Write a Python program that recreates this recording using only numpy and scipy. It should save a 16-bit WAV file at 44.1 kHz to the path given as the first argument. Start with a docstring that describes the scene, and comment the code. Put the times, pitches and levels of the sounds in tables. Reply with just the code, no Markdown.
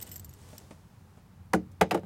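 """Bottle tossed across a driveway

An empty plastic bottle is tossed high across an open driveway and lands in a few quick, hollow knocks.
Before it, the gripped wall crinkles, a small metal piece jingles against plastic as decaying modes, a
sleeve swishes as coloured noise, and soft bumps sound around the release as puffs with damped tones.
Each knock sums wall flutter, shell modes and a struck panel; pops, snaps and thuds join them.
The yard scatters it all faintly, over quiet air noise and a wavering outdoor rumble.
"""
import sys
import numpy as np
from scipy import signal
from scipy.fft import rfft, irfft
from scipy.io import wavfile
from scipy.ndimage import uniform_filter1d

SR = 44100
rng = np.random.default_rng(int(sys.argv[2]) if len(sys.argv) > 2 else 0)


def dump(signal):
    """Clip the signal to [-1, 1] and save it as 16-bit WAV at the path in sys.argv[1]."""
    limited = np.clip(np.atleast_2d(signal).T, -1, 1)
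    pcm = np.round(limited * 32767).astype(np.int16)
    wavfile.write(sys.argv[1], SR, pcm)


N = 90757  # length of the scene [samples]

# Outdoor air, spectrum shape: (frequency [Hz], relative level [dB])
AIR_SHAPE = [(15, -33), (25, -21), (87, -0.5), (206, -7), (256, -18.5), (591, -24.5), (677, -25.5),
             (818, -21.5), (3160, -37.5), (8830, -42.5), (16000, -43.5)]
AIR_DB = -55
# Low rumble outdoors: (time [s], level [dB])
RUMBLE_LEVEL = [(0, -48.5), (.16, -50.5), (.3, -53), (.55, -54.5), (.75, -63.5), (1.25, -73), (1.42, -53.5),
                (1.75, -53.5), (2.06, -59)]
# Noise around the rumble tone, spectrum shape: (frequency [Hz], relative level [dB])
RUMBLE_SKIRT = [(30, -22), (60, -7.5), (100, -5.5), (150, -4), (210, -13.5), (300, -16), (1000, -41),
                (16000, -83)]
RUMBLE_SKIRT_DB = -5.5  # relative to the tone
RUMBLE_HZ = 90.4
RUMBLE_WANDER, RUMBLE_FLUTTER = 0.0616, 0.37  # rms fractions of pitch and of amplitude

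# Swish of the sleeve: (time [s], level [dB])
SWISH_LEVEL = [(0, -56), (.13, -57), (.29, -68), (.42, -60), (.51, -56.5), (.6, -59), (.72, -65),
               (.85, -70.5), (1.2, -73), (2.06, -118)]
# Colour of the cloth, spectrum shape: (frequency [Hz], relative level [dB])
SWISH_SHAPE = [(100, -2.5), (400, 1.5), (1000, -7), (2500, -13.5), (5500, -11.5), (9000, -14), (15000, -22)]

# Fine crinkling of the bottle in the hand: (time [s], level [dB])
CRINKLE_LEVEL = [(0, -57), (.14, -63.5), (.22, -85), (.32, -71), (.6, -68), (.8, -77)]
# Colour of the crinkling, spectrum shape: (frequency [Hz], relative level [dB])
CRINKLE_SHAPE = [(400, -14), (2000, 9), (3500, 11), (5500, -11), (8000, 20.5), (10500, -6), (13000, 5),
                 (16000, -5)]
# Small rings of the gripped wall: (frequency [Hz], relative level [dB], t60 [s])
GRIP_MODES = [(2015, 2.5, 0.046), (2990, 0, 0.063), (5400, 4, 0.019)]
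# Firm dents of the grip that ring the wall: (time [s], level [dB])
DENTS = [(0.1155, -51.5), (0.159, -61)]
CRACKS_PER_S, CRACK_T60_S, CRACK_SPREAD_DB = 160, 0.011, 6
GRIP_DB = -10  # small rings relative to the noise bursts
LET_GO_S = 0.62

# Clinks of the small metal piece: (time [s], level [dB], pitch [Hz], ring t60 [s])
CLINKS = [(0.0137, -40, 14370, 0.05), (0.024, -37.5, 14800, 0.011), (.0260, -32, 14200, 0.029),
          (0.06, -59, 14000, 0.015), (0.065, -54.5, 13000, 0.12), (.0910, -45.5, 13330, 0.039),
          (.1150, -38.5, 13620, 0.12), (.1410, -43, 14000, 0.018), (0.1581, -34.5, 13300, 0.02),
          (0.162, -38.5, 12960, 0.036), (0.179, -44.5, 12800, 0.013), (0.196, -38.5, 13700, .025),
          (0.2457, -41, 13120, 0.039), (0.258, -53, 13400, 0.013), (0.2931, -47.5, 12250, 0.032),
          (0.309, -52, 12500, 0.015), (.3370, -46.5, 12940, 0.016), (0.5803, -40.5, 13150, 0.023),
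          (0.581, -37, 14400, 0.0083)]
# Modes of the clink, plastic of the bottle in the three lowest, metal above:
# (multiple of the pitch, relative level [dB])
CLINK_MODES = [(0.147, -20.5), (0.216, -24), (0.387, -20), (0.411, -27), (0.531, -11), (0.565, -2),
               (0.595, -15), (.655, -12.5), (.9, -12), (.94, -17), (1.001, 3)]
# Colour of the contact tick, spectrum shape: (frequency [Hz], relative level [dB])
TICK_SHAPE = [(500, -12), (3500, -1), (5500, 9.5), (8000, 2), (10500, -8), (13000, -23), (16000, -19)]
TICK_DB, TICK_T60_S = -7, 0.02  # level relative to the clink
CLINK_RISE_S = 0.00031
CLINK_SPREAD_DB = 4
RATTLE_RADIANS, RATTLE_SMOOTH = 0.33, 40  # rms phase waver; smoothing [samples]

# Soft bumps around the throw: (time [s], level [dB], puff t60 [s])
BUMPS = [(0.5307, -45.5, 0.04), (.549, -55, 0.078), (0.7078, -44.5, 0.11), (.722, -53.5, 0.079),
         (1.172, -57, 0.13)]
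# Colour of the puff, spectrum shape: (frequency [Hz], relative level [dB])
BUMP_SHAPE = [(60, -28), (180, 7), (400, -2.5), (850, -2.5), (1400, -13), (2500, -14), (4000, -24),
              (9000, -20.5), (16000, -63)]
# Dull tone of the bumps: (frequency [Hz], relative level [dB])
BUMP_MODES = [(170, -6), (240, -0.5), (400, -1.5), (600, 0), (880, -9)]
BUMP_RING_T60_S, BUMP_RISE_S = 0.058, 0.00033

# Blows on the bottle and ringing that carries on after them (1.56 s): (time [s], bass [dB],
# body [dB], clack [dB], treble [dB], shell ring [dB], struck panel pitch [Hz], panel [dB])
KNOCKS = [(1.5327, -10.5, -10, -11, -30.5, -15, 938, -22.5), (1.5360, -5, -10, -17.5, -43, 6, 757, -15),
          (1.5455, -23, -9, -30, -38, -26, 1465, -24), (1.5600, -13, -22, -51, -66, -34, 303.3, -21),
          (1.8105, -22, -5.5, -2, -20, -12.5, 2460, -19.5), (1.8134, -4.5, -0.5, -8.5, -38, -2, 799, -15),
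          (1.8175, -4.5, -10, -20.5, -24, -22, 430, -23.5), (1.9094, -28, -20, -10, -23.5, -14, 2626, -22),
          (1.9115, -9, -10, -15, -44, 0.5, 4980, -28), (1.9135, -27, -35, -17, -33, -24, 1163, -25.5),
          (1.9160, -18, -12, -17.5, -30.5, -27, 721, -21), (1.9300, -12.5, -21, -20, -58, -27, 310, -28.5),
          (1.9460, -9, -5, -19, -29.5, 0.5, 787, -24), (1.9480, -18, -8, -27, -36, -15, 338.6, -17),
          (1.9743, -18, -23.5, -26, -43.5, -20, 441, -31.5),
          (2.0330, -13.5, -32.5, -40, -54, -8.5, 193, -50)]
# Centres of the bass, body, clack and treble columns: (frequency [Hz])
CONTACT_HZ = [200, 650, 2000, 6000]
TOP_DB = 3.5  # added to the treble level at EDGE_HZ
# Modes of the shell and the air in it: (frequency [Hz], relative level [dB], t60 [s])
SHELL_MODES = [(182.8, -21, 0.24), (222, -30, 0.34), (314.7, -24, .17), (342.4, -32, 0.18),
               (439.6, -23, 0.16), (526.4, -20.5, 0.092), (594, -20.5, 0.1), (737, -24.5, 0.059),
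               (785, -25.5, 0.041), (880, -32, 0.073), (1190, -29, 0.08), (1460, -41, 0.034),
               (1682, -25.5, 0.07), (1980, -20.5, 0.037), (2460, -24, 0.059), (2970, -19, 0.041),
               (4600, -50, .035), (8300, -38, .043), (8300, -30, 0.033)]
# Dense flutter of the thin wall, filter gain: (frequency [Hz], gain [dB])
WALL_SHAPE = [(40, -34.5), (135, 27), (260, 17.5), (480, 23), (830, 23.5), (1020, 15), (1250, 17),
              (2200, 12.5), (3600, 12.5), (8000, 11), (16000, 1)]
# Ring time of that flutter: (frequency [Hz], t60 [s])
WALL_T60 = [(100, 0.076), (450, 0.13), (1000, 0.063), (2500, 0.078), (7000, 0.06), (16000, 0.04)]
SHELL_RISE_S, WALL_RISE_S = 0.0002, 0.00023
SLAP_DB = -9  # first impulse of the slap, ahead of the wall filter
PANEL_T60_S, PANEL_T60_SLOPE = 0.041, 0.76  # ring time at 1 kHz; higher panels die sooner
HOLLOW_HZ, HOLLOW_Q = 265, 11  # the body hardly sounds between its two lowest pairs of modes
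# Bending waves travel at different speeds, slowest in the bass: (frequency [Hz], delay [s])
BENDING_LAG = [(100, 0.0073), (200, 0.0013), (400, 0.0003), (1000, 0.000052), (3000, 0.000843)]
RADIATE_HZ = 121  # the small bottle radiates little below this
# The wall buckles and snaps back: (time [s], level [dB], decay constant [s])
SNAPS = [(1.5346, -10, 0.0028), (1.5414, -18.5, 0.0015), (1.5458, -18, 0.008), (1.716, -39.5, 0.0071),
         (1.8133, -7.5, 0.0016), (1.892, -44, 0.0057), (1.944, -23.5, 0.0036), (1.97, -41, 0.0009),
         (1.995, -43, 0.0026)]
# Colour of the snaps, filter gain: (frequency [Hz], gain [dB])
SNAP_SHAPE = [(500, -41), (2500, -6), (5000, 5), (8200, 5), (11000, 0), (15500, -8)]
# A panel pops inward under the hardest blows: (time of centre [s], level [dB], centre frequency [Hz])
POPS = [(1.5381, -9.5, 1270), (1.8152, -9.5, 600), (1.953, -20, 446)]
# Low thuds that swell under the heavy blows: (time [s], level [dB], frequency [Hz], t60 [s])
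THUDS = [(1.549, -28.5, 79, 0.26), (1.819, -16.5, 80.5, 0.078)]
THUD_RISE_S = 0.022

# Scatter from the yard: (frequency [Hz], t60 [s])
YARD_T60 = [(150, 0.3), (500, 0.18), (1500, 0.07), (4000, 0.25), (12000, 0.031)]
YARD_DB, YARD_RISE_S = -22.5, 0.036
EDGE_HZ = 16300  # upper band limit of the recorder


def amp(db):
    """Turns decibels into gain."""
    return 10 ** (np.asarray(db) / 20)


def unit(x):
    """Scales to an rms of 1."""
    return x / np.sqrt(np.mean(x ** 2) + 1e-20)


def read(points, hz):
    """Reads a table on a log-frequency axis."""
    f, value = np.transpose(points)
    return np.interp(np.log(hz + 1), np.log(f + 1), value)


def level(points):
    """Gain over the whole scene from (time [s], level [dB]) points."""
    return amp(np.interp(np.arange(N) / SR, *np.transpose(points)))


def add(mix, s, sound):
    """Lays a sound into the mix from time s, cut at the end of the scene."""
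    part = mix[max(round(s * SR), 0):][:len(sound)]
    part += sound[:len(part)]


def seconds():
    """Time axis of one short event, a quarter of a second."""
    return np.arange(SR // 4) / SR


def fade(t, t60):
    """Exponential decay, 60 dB down at t60."""
    return np.exp(-np.log(1000) * t / t60)


def sine(hz, t):
    """Plain tone starting at zero."""
    return np.sin(2 * np.pi * hz * t)


def random_phases(count):
    """Unit spectrum lines of random phase."""
    return np.exp(2j * np.pi * rng.random(count))


def colour(x, points, size=4096):
    """Causal minimum-phase filter with the given (frequency [Hz], gain [dB]) shape."""
    log_gain = np.log(amp(read(points, abs(np.fft.fftfreq(size, 1 / SR)))))
    response = np.exp(np.conj(signal.hilbert(log_gain)))
    taps = np.fft.ifft(response).real
    return signal.fftconvolve(x, taps[:size // 2])[:len(x)]


def noise(points, count):
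    """Steady coloured noise, rms 1."""
    hz = np.fft.rfftfreq(count, 1 / SR)
    return unit(irfft(amp(read(points, hz)) * random_phases(len(hz)), count))


def tail(t60s, rise_s, count=20):
    """Dense ringing: bands waver in pitch and die at their own speeds; flat spectrum, energy about 1."""
    t = seconds()
    hz = np.fft.rfftfreq(len(t), 1 / SR)
    centres = np.geomspace(70, 16000, count)
    out = np.zeros(len(t))
    for centre, pick in zip(centres, np.eye(count)):
        share = np.interp(hz, centres, pick)
        band = irfft(np.sqrt(share) * random_phases(len(hz)), len(t))
        # keeping only the phase evens out the loudness of the band
        steady = np.cos(np.angle(signal.hilbert(band)))
        band = irfft(np.sqrt(share) * rfft(steady), len(t))
        decaying = band * fade(t, read(t60s, centre)) * (1 - np.exp(-t / rise_s))
        out += unit(decaying) * np.sqrt(share.mean() / len(t))
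    return out


def slow_waver():
    """Slow random motion over the scene, rms 1."""
    smooth = uniform_filter1d(rng.standard_normal(N), size=1200)
    return unit(uniform_filter1d(smooth, size=1200))


def outdoors():
    """Quiet air as steady noise, and a low tone with a skirt of noise, wavering in pitch and strength."""
    turns = np.cumsum(RUMBLE_HZ * (1 + RUMBLE_WANDER * slow_waver())) / SR
    drone = unit(np.sin(2 * np.pi * turns) * (1 + RUMBLE_FLUTTER * slow_waver()))
    skirt = amp(RUMBLE_SKIRT_DB) * noise(RUMBLE_SKIRT, N)
    air = amp(AIR_DB) * noise(AIR_SHAPE, N)
    return air + level(RUMBLE_LEVEL) * (drone + skirt)


def sleeve():
    """Cloth rubs as coloured noise that follows the swing of the arm."""
    return level(SWISH_LEVEL) * noise(SWISH_SHAPE, N)


def crinkle():
    """Random cracks and firm dents ring the gripped wall; the cracks stop when the hand lets go."""
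    t = seconds()
    strength_db = CRACK_SPREAD_DB * np.minimum(rng.exponential(1, N), 2)
    cracks = (rng.random(N) < CRACKS_PER_S / SR) * amp(strength_db)
    envelope = signal.fftconvolve(cracks, fade(t, CRACK_T60_S))[:N]
    bursts = envelope * noise(CRINKLE_SHAPE, N)
    ring = sum(amp(db) * fade(t, t60) * sine(hz, t) for hz, db, t60 in GRIP_MODES)
    rings = signal.fftconvolve(cracks, ring)[:N]
    held = np.arange(N) / SR < LET_GO_S
    out = level(CRINKLE_LEVEL) * (unit(bursts) + amp(GRIP_DB) * unit(rings)) * held
    for s, db in DENTS:
        add(out, s, amp(db) * ring)
    return out


def jingle():
    """Each clink is a bright tick and a set of plastic and metal modes that waver as the piece rattles."""
    out, t = np.zeros(N), seconds()
    for s, db, pitch, t60 in CLINKS:
        # loose contact makes the phase of the ring waver
        rattle = uniform_filter1d(rng.standard_normal(len(t)), size=RATTLE_SMOOTH)
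        waver = RATTLE_RADIANS * unit(rattle)
        ring = np.zeros(len(t))
        for ratio, mode_db in CLINK_MODES:
            gain = amp(mode_db + CLINK_SPREAD_DB * (2 * rng.random() - 1.5))
            ring += gain * np.sin(2 * np.pi * (pitch * ratio * t + rng.random()) + waver)
        tick = amp(TICK_DB) * noise(TICK_SHAPE, len(t)) * fade(t, TICK_T60_S)
        rise = 1 - np.exp(-t / CLINK_RISE_S)
        add(out, s, amp(db) * (ring * fade(t, t60) + tick) * rise)
    return out


def bumps():
    """Each dull bump is a puff of noise and a few damped tones."""
    out, t = np.zeros(N), seconds()
    tone = sum(amp(db) * sine(hz, t) for hz, db in BUMP_MODES) * fade(t, BUMP_RING_T60_S)
    for s, db, t60 in BUMPS:
        puff = noise(BUMP_SHAPE, len(t)) * fade(t, t60)
        add(out, s, amp(db) * (puff + tone) * (1 - np.exp(-t / BUMP_RISE_S)))
    return out


def disperse(x):
    """Delays each pitch by its bending-wave lag, the bass most, and thins out the lowest notes."""
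    size = 2 * len(x)
    hz = np.fft.rfftfreq(size, 1 / SR)
    turns = np.cumsum(read(BENDING_LAG, hz)) * hz[1]  # summed delay gives phase
    late = irfft(rfft(x, size) * np.exp(-2j * np.pi * turns), size)[:len(x)]
    return signal.sosfilt(signal.butter(2, RADIATE_HZ, "high", fs=SR, output="sos"), late)


def knock(bass_db, body_db, clack_db, treble_db, ring_db, panel_hz, panel_db):
    """Wall, shell and panel ring together; the contact colours wall and shell."""
    t = seconds()
    shell = np.zeros(len(t))
    for k, (hz, db, t60) in enumerate(SHELL_MODES):
        sign = (-1) ** k  # neighbouring modes start in opposite phase
        shell += sign * amp(db) * fade(t, t60) * np.cos(2 * np.pi * hz * t)
    shell *= np.minimum(t / SHELL_RISE_S, 1)
    slap = amp(SLAP_DB) * (t == 0)
    wall = colour(tail(WALL_T60, WALL_RISE_S) - slap, WALL_SHAPE)
    contact = list(zip(CONTACT_HZ, (bass_db, body_db, clack_db, treble_db)))
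    contact.append((EDGE_HZ, treble_db + TOP_DB))
    panel_t60 = PANEL_T60_S / (panel_hz / 1000) ** PANEL_T60_SLOPE
    panel = amp(panel_db) * fade(t, panel_t60) * sine(panel_hz, t)
    body = colour(wall + amp(ring_db) * shell, contact) + panel
    return disperse(signal.lfilter(*signal.iirnotch(HOLLOW_HZ, HOLLOW_Q, SR), body))


def snap(db, decay_s):
    """A short cluster of tiny cracks in the plastic, as decaying noise."""
    t = seconds()
    cracks = rng.standard_normal(len(t)) * np.exp(-t / decay_s)
    return amp(db) * colour(cracks / np.linalg.norm(cracks), SNAP_SHAPE)


def pop(hz):
    """One sharp dip of pressure with a small swell on either side, centred in its sound."""
    t = seconds()
    u = np.pi * hz * (t - t.mean())
    return (2 * u ** 2 - 1) * np.exp(-u ** 2)


def thud(db, hz, t60):
    """A low damped tone that swells in gradually."""
    t = seconds()
    return amp(db) * (1 - np.exp(-t / THUD_RISE_S)) * fade(t, t60) * sine(hz, t)


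def landing():
    """The falling bottle strikes: knocks ring it, panels pop, the wall snaps and low thuds swell."""
    out = np.zeros(N)
    for s, *blow in KNOCKS:
        add(out, s, knock(*blow))
    for s, db, hz in POPS:
        add(out, s - seconds().mean(), amp(db) * pop(hz))
    for s, db, decay_s in SNAPS:
        add(out, s, snap(db, decay_s))
    for s, db, hz, t60 in THUDS:
        add(out, s, thud(db, hz, t60))
    return out


def yard(direct):
    """Scatter from the yard: the direct sound smeared by a dense tail that dies at its own speed per band."""
    scatter = signal.fftconvolve(direct, tail(YARD_T60, YARD_RISE_S))[:N]
    return amp(YARD_DB) * scatter


def scene():
    """Direct sound of the throw and landing, its scatter, and the outdoor bed; one channel."""
    direct = sleeve() + crinkle() + jingle() + bumps() + landing()
    return (direct + yard(direct) + outdoors())[None]


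def record(dry):
    """The recorder's band limit, a steep low-pass."""
    taps = signal.firwin(255, EDGE_HZ, window=("kaiser", 9), fs=SR)
    return signal.oaconvolve(dry, taps[None], "same")


dry = scene()
out = record(dry)
dump(out)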